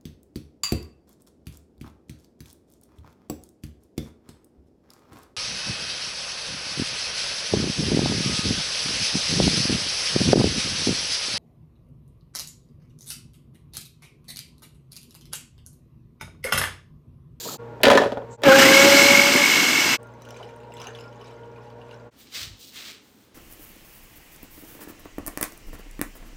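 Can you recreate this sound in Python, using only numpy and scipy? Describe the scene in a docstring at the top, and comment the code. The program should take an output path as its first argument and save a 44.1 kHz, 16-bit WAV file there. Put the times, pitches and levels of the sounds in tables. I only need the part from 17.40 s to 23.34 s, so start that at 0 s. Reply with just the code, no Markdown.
"""A tap runs over fruit, then four more short shots of jam making in a kitchen, joined by quick fades:
a berry drops into a plastic jar and rattles the blade, the blender chops the fruit, puree is poured into a pot,
sugar is scooped. A refrigerator hums behind the first four shots. Hard parts ring as struck resonators, liquids are
shaped noise and bubble resonators, the motor and howl are moving sines, sugar is a dense rain of clicks."""
import sys
import numpy as np
from scipy import signal
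from scipy.fft import rfft, irfft, next_fast_len
from scipy.io import wavfile

SR = 44100
rng = np.random.default_rng(int(sys.argv[2]) if len(sys.argv) > 2 else 0)


def to_wav(s):
    """Save 16-bit WAV."""
    ch = np.atleast_2d(s).T  # columns
    pcm = np.round(np.clip(ch, -1, 1) * 32767)  # PCM
    wavfile.write(sys.argv[1], SR, pcm.astype(np.int16))


def ratio_of_db(decibels):
    """Turn decibels (scalar or array-like) into linear amplitude factors; 0 dB maps to 1."""
    return 10 ** (np.asarray(decibels, float) / 20)


N = 262127

# joins between shots [t/s]
CUTS_S = [0.176, 0.97, 2.574, 4.706]
FADE_OUT_S, FADE_IN_S = 0.035, 0.024

# room tone by shot [level/dB]
SHOT_DB = [-3.5, 4, -0.5, 0, -51]
# refrigerator tones [f/Hz, level/dB]
FRIDGE_TONES = [(59.2, -61), (118.4, -48.5), (177.6, -80), (215.3, -66.5), (242.2, -57.5), (468.3, -50),
                (592.2, -56), (839.8, -61), (936.7, -58.5), (1120, -67), (1410, -64)]
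# fan and air spectrum [f/Hz, level/dB]
FAN_SPECTRUM = [(18, -57), (30, -37.5), (118, -7.5), (170, -12), (336, -11.5), (461, -4), (780, -18),
                (937, -10.5), (1250, -24), (1390, -19.5), (1960, -26.5), (4000, -39), (7500, -47),
                (10500, -57.5), (13500, -51), (16000, -60)]
# still room of the last shot, spectrum [f/Hz, level/dB]
STILL_SPECTRUM = [(18, -57), (30, -15.5), (109, -8), (149, -12), (252, -1.5), (303, -7.5), (426, -9.5),
                  (684, -19.5), (760, -18), (6050, -28), (16000, -41.5)]
FAN_DB, STILL_DB = -47, -55.5

# tap spray spectrum [f/Hz, level/dB]
SPRAY_SPECTRUM = [(880, -46), (1500, -9), (1710, -11.5), (2120, -15), (2270, -13.5), (4420, -0.5),
                  (5660, -8), (7100, 0), (9280, -16), (14800, -6), (16000, -24)]
TAP_OFF_S, SPRAY_DB = .172, -35
# gurgle swells as the bowl fills: start, slope, ceiling
GURGLE_DB, GURGLE_DB_PER_S, GURGLE_TOP_DB = -63, 420, -35

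# knocks on the jar, the last two being the blender's switch clicks [t/s, strike level/dB, favoured f/Hz, crack
# level/dB, tick level/dB]
KNOCKS = [(0.404, -22.5, 550, -61.5, -69), (0.414, -39.5, 1530, -44, -51.5), (0.433, -4, 530, -6, -10.5),
          (0.441, -2.5, 456, -26, -31.5), (0.453, -9.5, 1490, -11.5, -39.5), (0.468, 3, 536, -16.5, -41.5),
          (0.482, -5, 577, -17, -27), (0.501, 3.5, 1070, -10.5, -32), (0.514, 2, 540, -13.5, -40),
          (0.532, -1, 555, -20, -39.5), (0.552, 3.5, 516, -19, -45.5), (0.574, 2.5, 1180, -13, -38.5),
          (0.599, -7, 430, -46, -59), (0.617, -5.5, 660, -37.5, -53), (0.635, -6, 647, -38.5, -54),
          (0.658, -8.5, 510, -48.5, -65.5), (0.72, -11, 576, -37, -72), (0.772, -15.5, 556, -46.5, -72),
          (0.819, -26, 535, -70, -80), (1.019, -24, 456, -45.5, -44.5), (1.035, -7.5, 637, -14.5, -38.5)]
# jar modes [f/Hz, level/dB, t60/s]
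JAR_MODES = [(70, -25, 0.062), (209, -4, 0.062), (273, -0.5, 0.045), (434, -5, 0.04), (554, -4, 0.071),
             (579.4, -1.5, 0.056), (710, 3.5, 0.0075), (988, -7, 0.052), (1220, -7.5, 0.034),
             (1490, -7.5, 0.021), (1734, -10, 0.047), (2450, -10, 0.017), (2950, -14, 0.0059),
             (3320, -5, 0.016)]
# crack and clatter spectrum [f/Hz, level/dB]
CRACK_SPECTRUM = [(59, -64.5), (100, -33.5), (350, -28.5), (570, -2), (736, -11.5), (1230, -10),
                  (1550, -15), (1760, -13.5), (2170, -20), (3400, -20.5), (16000, -52)]
# loose blade rattling on its spindle: start, end of hold, level, decay; share that rings the jar
RATTLE_S, RATTLE_HOLD_UNTIL_S, RATTLE_DB, RATTLE_DB_PER_S, RATTLE_BODY_DB = .436, 0.62, -31.5, 184.5, -26.5

# short thin hiss [t/s, level/dB]
PUFF_LEVEL = [(0.87, -98), (0.914, -55), (0.936, -50), (0.964, -52), (0.97, -70)]
# hiss spectrum [f/Hz, level/dB]
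PUFF_SPECTRUM = [(1470, -78), (2500, -42), (2970, -20), (3220, -31), (3980, -14), (4820, -22), (7580, -3),
                 (8850, -29), (11000, -43), (14300, -69), (22000, -120)]

# chopping load [t/s, churn level/dB]
CHURN = [(1.032, -36.5), (1.046, -27), (1.066, -15), (1.11, -16.5), (1.17, -16), (1.19, -12), (1.3, -15),
         (1.45, -14.5), (1.64, -15), (1.84, -19), (1.95, -19), (2.09, -20), (2.16, -19), (2.35, -21.5),
         (2.56, -21), (2.575, -30)]
# roar spectrum [f/Hz, level/dB]
ROAR_SPECTRUM = [(18, -71), (30, -33.5), (194, -10), (267, -10), (688, -14), (969, -11), (1870, -11.5),
                 (2190, -4.5), (2500, -9.5), (2700, -7), (3610, -13.5), (6280, -12.5), (10600, -25),
                 (14600, -11.5), (16200, -58)]
# housing resonances [f/Hz, width/Hz, level over the roar/dB]
HOUSING = [(285.6, 67, 11), (770, 90, 0), (1450, 60, 2.5), (1637, 140, 4.5), (2450, 110, -3.5),
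           (2900, 31, 6), (3360, 32, 4), (3700, 150, -0.5), (4160, 15, 9.5), (4480, 410, -4),
           (4820, 410, 3), (6250, 350, -2), (6910, 220, -14.5), (7460, 930, 2)]
# blade meets a big piece [t/s, lump swell/dB]
CHUNKS = [(1.078, 13), (1.184, 0), (1.3, 4), (1.444, 5), (1.62, 0), (1.952, 5.5)]
CHUNK_S = 0.018
# over the churn: lumps at the start, their fall, splatter, air
LUMPS_DB, FINER_DB_PER_S, SPLATTER_DB, AIR_DB = -4, 3.5, -3, -16.5
# splatter missing while the fruit is dry; time constant of wetting
DRY_DB, WETTED_S = 12, .12
# blade throb [t/s, rate/Hz]
BLADE_RATE = [(1.05, 29), (1.3, 37.2), (1.8, 49), (2.58, 45.3)]
# throb in the roar, strongest while the pieces are big
THROB_DB, THROB_FADES_S = 1.5, 0.39
# motor [t/s, twice the shaft rate/Hz, drone level/dB]
MOTOR = [(1.05, 576, -23), (1.078, 550, -11), (1.092, 529.5, -9), (1.162, 546, -13.5),
         (1.176, 546.5, -17.5), (1.28, 535.4, -19), (1.474, 558.6, -18), (1.86, 564, -26),
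         (1.96, 573, -33.5), (1.972, 578, -28), (2.016, 570, -30), (2.048, 530, -42.5), (2.06, 530, -51)]
# drone partials [multiple of the motor f/1, level/dB]
DRONE_PARTIALS = [(.5, -26), (1, 3.5), (1.5, -9), (2, -14), (2.5, -13.5), (3, -14)]
# jar howl [t/s, level/dB]
HOWL_LEVEL = [(1.05, -36.5), (1.12, -22), (1.28, -24), (1.4, -20), (1.5, -24), (1.6, -22), (1.8, -20.5),
              (1.88, -30.5), (1.97, -24.5), (2.1, -27), (2.58, -33)]
# spin-up: howl pitch climbs, its scatter narrows
SPIN_S, SPIN_UP_S, HOWL_HZ, SCATTER_HZ = 1.05, .27, (1250, 2200), (90, 18)
# gear whine once up to speed
WHINE_S, WHINE_HZ, WHINE_DB = 1.3, 2656, -31

# puree flow [t/s, splash level/dB]
FLOW = [(2.6, -78.5), (2.8, -67), (2.9, -62.5), (2.99, -56.5), (3.1, -63.5), (3.2, -68.5), (3.3, -73),
        (3.4, -53.5), (3.49, -56), (3.63, -62.5), (3.75, -68), (3.86, -57.5), (4.0, -67), (4.1, -72),
        (4.2, -66), (4.37, -72), (4.52, -60), (4.7, -78.5)]
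# fizz spectrum [f/Hz, level/dB]
FIZZ_SPECTRUM = [(530, -45), (900, -26), (1200, -13.5), (2000, -8.5), (3090, -4), (4130, -13), (6080, -25),
                 (10500, -22), (14400, -31), (16200, -38)]
# heavier globs [t/s, level before a fixed trim/dB]
GLOBS = [(2.913, -30), (2.997, -27), (3.298, -42.5), (3.396, -31.5), (3.456, -30), (3.547, -45),
         (3.598, -39), (3.919, -49), (4.177, -30.5), (4.377, -41.5)]
# plops and small stray drops, levels over the splash
PLOP_DB, STRAY_PER_S, STRAY_DB = 2.5, 190, -5
# drops [t/s, low ring level/dB, low ring f/Hz, high ring f/Hz, high ring and tick level before trims/dB]
DROPS = [(2.6302, -57, 2400, 8450, -50.5), (2.6704, -60, 2410, 6270, -59.5), (2.7384, -49, 2060, 6270, -62),
         (2.8204, -51, 3940, 5770, -46.5), (2.8514, -38.5, 3030, 5750, -51),
         (2.8886, -40, 3040, 5910, -48.5), (2.9066, -42, 2950, 5530, -41), (2.9436, -42, 2320, 5130, -56.5),
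         (2.9637, -36, 2450, 4970, -57), (3.0295, -34, 2980, 5420, -61), (3.0894, -43, 2280, 6060, -64),
         (3.1627, -58, 2900, 8880, -54), (3.2025, -45, 2730, 6950, -58), (3.2331, -44, 2720, 4450, -62),
         (3.3206, -37, 2700, 5100, -55), (3.3391, -43, 2030, 7520, -44), (3.3686, -32.5, 3400, 5910, -49),
         (3.4004, -37, 2840, 5070, -41.5), (3.4165, -29, 3130, 5900, -37.5),
         (3.4433, -34, 2830, 4780, -46.5), (3.47, -28.5, 2800, 6240, -36.5),
         (3.5497, -30.5, 3270, 4830, -55), (3.588, -38, 2760, 4880, -49), (3.6087, -37.5, 2920, 5110, -42),
         (3.6384, -48, 2320, 5110, -52), (3.7274, -43, 2920, 6350, -61), (3.8121, -41, 2980, 4980, -55.5),
         (3.8445, -48, 2290, 5190, -47), (3.8772, -47, 3860, 4890, -60), (3.9084, -43, 2950, 5270, -57),
         (4.0342, -45, 2990, 4410, -72.5), (4.1611, -45, 2400, 4430, -62), (4.2394, -54, 2360, 4500, -63),
         (4.3028, -45, 3200, 4520, -52.5), (4.4149, -41.5, 2740, 4650, -65),
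         (4.4917, -47.5, 2480, 4780, -61.5), (4.5111, -38.5, 2740, 4790, -58.5),
         (4.5364, -52, 2390, 4940, -63)]
# ticks soften as the pot's floor is covered
DULLING_DB_PER_S, DULLEST_DB = 12, 15

# sugar spectrum [f/Hz, level/dB]
SUGAR_SPECTRUM = [(290, -17.5), (500, -17.5), (538, -17), (587, -17), (935, -20), (1250, -11),
                  (1360, -12.5), (2110, -7), (3950, -6), (8060, -17.5), (11400, -29), (15100, -17.5),
                  (16200, -37)]
# strokes through sugar [t/s, hold/s, crunch level/dB, body over crunch/dB, sheen over crunch/dB]
STROKES = [(4.804, 0.018, -53.5, -6, -2), (4.954, .08, -35.5, -7, -11.5), (5.214, 0.069, -51, -35, -2.5),
           (5.358, .15, -44, -3.5, -9), (5.655, .2, -72, -8, 6.5)]
# bag shifts [t/s, hold/s, level/dB]
THUDS = [(4.741, 0.012, -58.5), (5.031, .1, -45.5), (5.316, .01, -60), (5.41, .01, -68)]
# stroke attack and release; finest crystals are heard first
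DIG_DB_PER_S, SLIDE_DB_PER_S, SHEEN_LEAD_S = 450, 166, .012

# low-band decay time; reverb level
KITCHEN_T60_S, WET_DB = 0.19, -10.5


def rms_one(x):
    """Scale to rms 1."""
    return x / np.sqrt(np.mean(x ** 2) + 1e-20)


def white():
    """White noise, rms about 1."""
    return rng.standard_normal(N)


def in_time(rows, edge_s=0.00526):
    """Gate open while the table lasts, then its columns as sample-rate curves."""
    s, *columns = np.transpose(rows)
    t = np.arange(N) / SR
    gate = np.clip(np.minimum(t - s[0], s[-1] - t) / edge_s + 1, 0, 1)
    return [gate] + [np.interp(t, s, c) for c in columns]


def colour(x, spectrum):
    """Filter by a spectrum interpolated over log f; rms 1."""
    size = next_fast_len(N)
    hz = np.maximum(np.arange(size // 2 + 1) * SR / size, 1)
    point_hz, point_db = np.transpose(spectrum)
    gain = ratio_of_db(np.interp(np.log(hz), np.log(point_hz), point_db))
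    return rms_one(irfft(rfft(x, size) * gain, size)[:N])


def band(x, low_hz, high_hz):
    """Band-pass."""
    return signal.sosfilt(signal.butter(2, [low_hz, high_hz], "band", fs=SR, output="sos"), x)


def split(x, edges_hz):
    """Soft-edged neighbouring bands that sum to the whole, then each scaled to rms 1."""
    size = next_fast_len(N)
    hz = np.arange(size // 2 + 1) * SR / size
    below = [0] + [1 / (1 + (hz / e) ** 6) for e in edges_hz] + [1]
    return [rms_one(irfft(rfft(x, size) * (b - a), size)[:N]) for a, b in zip(below, below[1:])]


def drift(rate_hz):
    """Slow chance, rms 1: noise at SR / 40 through a double pole, interpolated."""
    r = np.exp(-80 * np.pi * rate_hz / SR)
    slow = signal.lfilter([1], [1, -2 * r, r * r], rng.standard_normal(N // 40 + 2002))[2000:]
    return np.interp(np.arange(N) / 40, np.arange(len(slow)), rms_one(slow))


def tone(hz):
    """Sine of rms 1 on a moving pitch."""
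    return np.sqrt(2) * np.sin(2 * np.pi * (np.cumsum(hz) / SR + rng.random()))


def ring(clicks, hz, t60_s):
    """Two-pole resonator: a unit click sets a sine of initial height 1 ringing."""
    r, w = ratio_of_db(-60 / (t60_s * SR)), 2 * np.pi * hz / SR
    return signal.lfilter([0, np.sin(w)], [1, -2 * r * np.cos(w), r * r], clicks + 1e-18)


def grains(per_s, spread_db):
    """Random clicks, sizes exponentially spread in dB."""
    sizes = ratio_of_db(spread_db * np.minimum(rng.exponential(1, N), 5)) * rng.choice([-1, 1], N)
    return sizes * (rng.random(N) < per_s / SR)


def bubbles(per_s, low_hz, high_hz, cycles):
    """Clicks dealt to 16 resonators spread in pitch, each passed twice for a soft onset; rms 1."""
    clicks = grains(per_s, spread_db=4.0)
    dealt = rng.integers(0, 16, N)
    total = np.zeros(N)
    for k, hz in enumerate(np.geomspace(low_hz, high_hz, 16)):
        once = ring(clicks * (dealt == k), hz, cycles / hz)
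        total += rms_one(ring(once, hz, 0.76 * cycles / hz))
    return rms_one(total)


def dying(at, db, t60_s):
    """Envelope that jumps at the given samples and decays exponentially."""
    jumps = np.zeros(N)
    jumps[at] = ratio_of_db(db)
    return signal.lfilter([1], [1, -ratio_of_db(-60 / (t60_s * SR))], jumps + 1e-18)


def swell(start_s, hold_s, db, up_db_per_s, down_db_per_s):
    """Gain that rises to a level, holds and falls, linear in dB."""
    t = np.arange(N) / SR
    rise_db = up_db_per_s * np.maximum(start_s - t, 0)
    fall_db = down_db_per_s * np.maximum(t - start_s - hold_s, 0)
    return ratio_of_db(db - rise_db - fall_db)


def room_tone(shot):
    """Compressor tones waver, the higher ones more, over fan noise; the last shot adds a stiller room."""
    hum = np.zeros(N)
    for hz, db in FRIDGE_TONES:
        waver_db = min(hz / 160, 5.5) * drift(7.6)
        hum += ratio_of_db(db + waver_db) * tone(hz * (1 + .006 * drift(8)))
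    fan = ratio_of_db(FAN_DB) * colour(white(), FAN_SPECTRUM)
    still = ratio_of_db(STILL_DB) * colour(white(), STILL_SPECTRUM)
    return ratio_of_db(np.array(SHOT_DB)[shot]) * (hum + fan) + (shot == len(CUTS_S)) * still


def tap():
    """Aerated spray as shaped noise above, water gurgling in the bowl as bubbles below."""
    t = np.arange(N) / SR
    spray = ratio_of_db(SPRAY_DB + 1.2 * drift(33)) * colour(white(), SPRAY_SPECTRUM)
    gurgle_db = np.minimum(GURGLE_DB + GURGLE_DB_PER_S * t, GURGLE_TOP_DB)
    gurgle = ratio_of_db(gurgle_db) * bubbles(3200, 152, 1280, cycles=21.0)
    return (t < TAP_OFF_S) * (spray + gurgle)


def jar():
    """Soft knocks, the blender's switch clicks and a dense rattle strike the jar's modes; each adds a crack and
    a bright tick."""
    s, strike_db, favoured_hz, crack_db, tick_db = np.transpose(KNOCKS)
    at = np.round(s * SR).astype(int)
    chance_db = rng.normal(0, 2.5, (len(s), len(JAR_MODES)))
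    shaking = swell(RATTLE_S, RATTLE_HOLD_UNTIL_S - RATTLE_S, RATTLE_DB, 20000, RATTLE_DB_PER_S)
    rattle = shaking * rms_one(grains(1500, spread_db=-14.5))
    body = np.zeros(N)
    for k, (hz, level_db, t60_s) in enumerate(JAR_MODES):
        clicks = ratio_of_db(level_db + RATTLE_BODY_DB) * rattle
        reach_db = -np.minimum(14 * np.abs(np.log2(hz / favoured_hz)), 16)   # where it lands picks the modes
        clicks[at] += ratio_of_db(strike_db + level_db + 0.5 + chance_db[:, k] + reach_db) * (-1) ** k
        body += ring(clicks, hz, t60_s)
    body = band(body, 45, 3500)   # fruit is a soft hammer
    clatter = colour(white() + 0.38 * grains(750, spread_db=-1.5), CRACK_SPECTRUM)
    cracks = (dying(at, crack_db, 0.047) + shaking) * split(clatter, [1400])[1]
    ticks = dying(at, tick_db, 0.014) * rms_one(band(white(), 4900, 15800))
    return body + cracks + ticks


def puff():
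    """Thin hiss: shaped noise under an envelope."""
    gate, db = in_time(PUFF_LEVEL)
    return gate * ratio_of_db(db) * colour(white(), PUFF_SPECTRUM)


def blender():
    """Roar, drone, howl and whine; one blade throb modulates the roar and the howl."""
    throb = tone(in_time(BLADE_RATE)[1] + 1.5 * drift(1.6))   # each sweep of the blade through the fruit
    since_s = np.maximum(np.arange(N) / SR - SPIN_S, 0)
    return fruit_roar(since_s, throb) + shaft_drone() + jar_howl(since_s, throb) + gear_whine()


def fruit_roar(since_s, throb):
    """Noise of fruit and air through the housing's resonances, levelled in four bands as the load changes."""
    t = np.arange(N) / SR
    gate, churn_db = in_time(CHURN)
    dry_db = DRY_DB * np.exp(-since_s / WETTED_S)
    chunk_db = sum(db * np.exp(-((t - s) / CHUNK_S) ** 2) for s, db in CHUNKS)
    lumps_db = LUMPS_DB - FINER_DB_PER_S * since_s + chunk_db
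    levels_db = [lumps_db, 0, SPLATTER_DB - dry_db, AIR_DB - .4 * dry_db]
    roar = colour(white() + 0.17 * grains(490, spread_db=7.0), ROAR_SPECTRUM)
    for centre_hz, width_hz, db in HOUSING:
        peak = signal.iirpeak(centre_hz, centre_hz / width_hz, fs=SR)
        roar = roar + (ratio_of_db(db) - 1) * signal.lfilter(*peak, roar)
    slosh_db = 0.27 * drift(6.7) + THROB_DB * np.exp(-since_s / THROB_FADES_S) * throb
    flickers_db = [1.4, 0.16, .6, 0.29]
    out = np.zeros(N)
    for db, flicker_db, part in zip(levels_db, flickers_db, split(roar, [600, 3800, 9300])):
        out += ratio_of_db(churn_db + db + slosh_db + flicker_db * drift(27)) * part
    return gate * out


def shaft_drone():
    """Sines at multiples of the motor pitch, the higher ones less steady."""
    gate, hz, drone_db = in_time(MOTOR, edge_s=.01)
    return gate * sum(ratio_of_db(drone_db + db + 1.6 * k ** 1.4 * drift(30)) * tone(k * hz) for k, db in DRONE_PARTIALS)


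def jar_howl(since_s, throb):
    """Narrow resonance as a scattered sine, rising with spin-up and beaten by the blade."""
    gate, howl_db = in_time(HOWL_LEVEL)
    hz = np.interp(since_s / SPIN_UP_S, [0, 1], HOWL_HZ)
    scatter_hz = np.interp(since_s / SPIN_UP_S, [0, 1], SCATTER_HZ)
    return gate * ratio_of_db(howl_db + 8.0 * throb + 2.2 * drift(23)) * tone(hz + scatter_hz * drift(40))


def gear_whine():
    """Unsteady sine that fades in once the gears are up to speed."""
    up = np.clip((np.arange(N) / SR - WHINE_S) / .1, 0, 1)
    return up * ratio_of_db(WHINE_DB + 1.8 * drift(8.7)) * tone(WHINE_HZ + 30 * drift(9.1))


def pour():
    """Thick puree plops (bubbles) and fizzes (shaped noise) into the pot, with drops on top."""
    gate, splash_db = in_time(FLOW)
    splash = bubbles(1100, 2200, 8000, cycles=26.0)
    fizz = colour(white() + 0.7 * grains(500, spread_db=5.0), FIZZ_SPECTRUM)
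    wet = ratio_of_db(2.5 * drift(30)) * (.7 * splash + .7 * fizz)
    stray = ratio_of_db(STRAY_DB) * bubbles(STRAY_PER_S, 2098, 6500, cycles=36.0)
    globs = sum(swell(s, 0.0013, db - 16.5, 3000, 730) for s, db in GLOBS)
    plop_gain = ratio_of_db(splash_db + PLOP_DB + 1.3 * drift(24)) + globs
    plops = plop_gain * bubbles(500, 433, 1644, cycles=13.7)
    return gate * (ratio_of_db(splash_db) * (wet + stray) + plops) + drops(fizz)


def drops(fizz):
    """Each drop rings briefly at two rising pitches, throws up a small splash and ticks."""
    s, low_db, low_hz, high_hz, tick_db = np.transpose(DROPS)
    at, t = np.round(s * SR).astype(int), np.arange(int(.03 * SR)) / SR
    onset = np.minimum(t / 0.00043, 1)
    out = np.zeros(N)
    for i, (rise_per_s, t60_s) in enumerate(rng.uniform([0, .009], [8, .022], (len(DROPS), 2))):
        for hz, db in (low_hz[i], low_db[i]), (high_hz[i], tick_db[i] + 5):
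            chirp = np.sin(2 * np.pi * hz * t * (1 + rise_per_s * t))
            out[at[i]:at[i] + len(t)] += ratio_of_db(db - 60 * t / t60_s) * chirp * onset
    splashes = dying(at, low_db - 20, 0.072) * fizz
    dulled_db = tick_db - np.minimum(DULLING_DB_PER_S * (s - s[0]), DULLEST_DB)
    ticks = dying(at, dulled_db, .014) * rms_one(band(white(), 6000, 15800))
    return out + splashes + ticks


def scoop():
    """Thousands of crystal clicks slide past the cup in three bands; the bag thuds as low noise."""
    body, crunch, sheen = split(colour(grains(5000, spread_db=1.5), SUGAR_SPECTRUM), [3000, 9000])
    slides = np.zeros(N)
    for s, hold_s, db, body_db, sheen_db in STROKES:
        stroke = swell(s, hold_s, db + 1.5 * drift(19), DIG_DB_PER_S, SLIDE_DB_PER_S)
        slides += stroke * (crunch + ratio_of_db(body_db) * body)
        slides += swell(s - SHEEN_LEAD_S, hold_s + SHEEN_LEAD_S, db + sheen_db, 600, 240) * sheen
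    thuds = sum(swell(s, hold_s, db, 224, 263) for s, hold_s, db in THUDS)
    thud = rms_one(band(white(), 46, 111))
    return (np.arange(N) / SR > CUTS_S[-1]) * (slides + thuds * thud)


def kitchen(x):
    """Reverberation: convolution with dying noise, duller as it goes."""
    t = np.arange(int(.6 * SR)) / SR
    noise = rng.standard_normal(len(t))
    low = band(noise, 360, 2000) * ratio_of_db(-60 * t / KITCHEN_T60_S)
    high = 0.65 * band(noise, 3400, 6700) * ratio_of_db(-90 * t / KITCHEN_T60_S)
    tail = low + high
    return signal.fftconvolve(x, tail / np.sqrt(np.sum(tail ** 2)))[:N]


def scene():
    """Each shot fades out to the join and the next fades in; jar and pot excite the kitchen."""
    t = np.arange(N) / SR
    shot = np.searchsorted(CUTS_S, t)
    fade = np.ones(N)
    for cut_s in CUTS_S:
        fade *= np.clip(np.maximum((cut_s - t) / FADE_OUT_S, (t - cut_s) / FADE_IN_S), 0, 1)
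    near, pot = jar(), pour()
    wet = ratio_of_db(WET_DB) * kitchen(near + ratio_of_db(5.0) * pot)
    chopping = blender() * (t < CUTS_S[2])
    mix = room_tone(shot) + tap() + near + puff() + chopping + pot + scoop() + wet
    return (fade * mix)[None]


def low_pass(x):
    """Removes everything above the highest recorded frequency."""
    return signal.sosfilt(signal.butter(12, 16830, fs=SR, output="sos"), x)


def record(dry):
    """Round the peaks, cut the deep bass."""
    rounded = 0.87 * np.tanh(dry / 1.035)
    mix = signal.sosfilt(signal.butter(3, 48, "high", fs=SR, output="sos"), rounded)
    return low_pass(mix)


dry = scene()
out = record(dry)
to_wav(out)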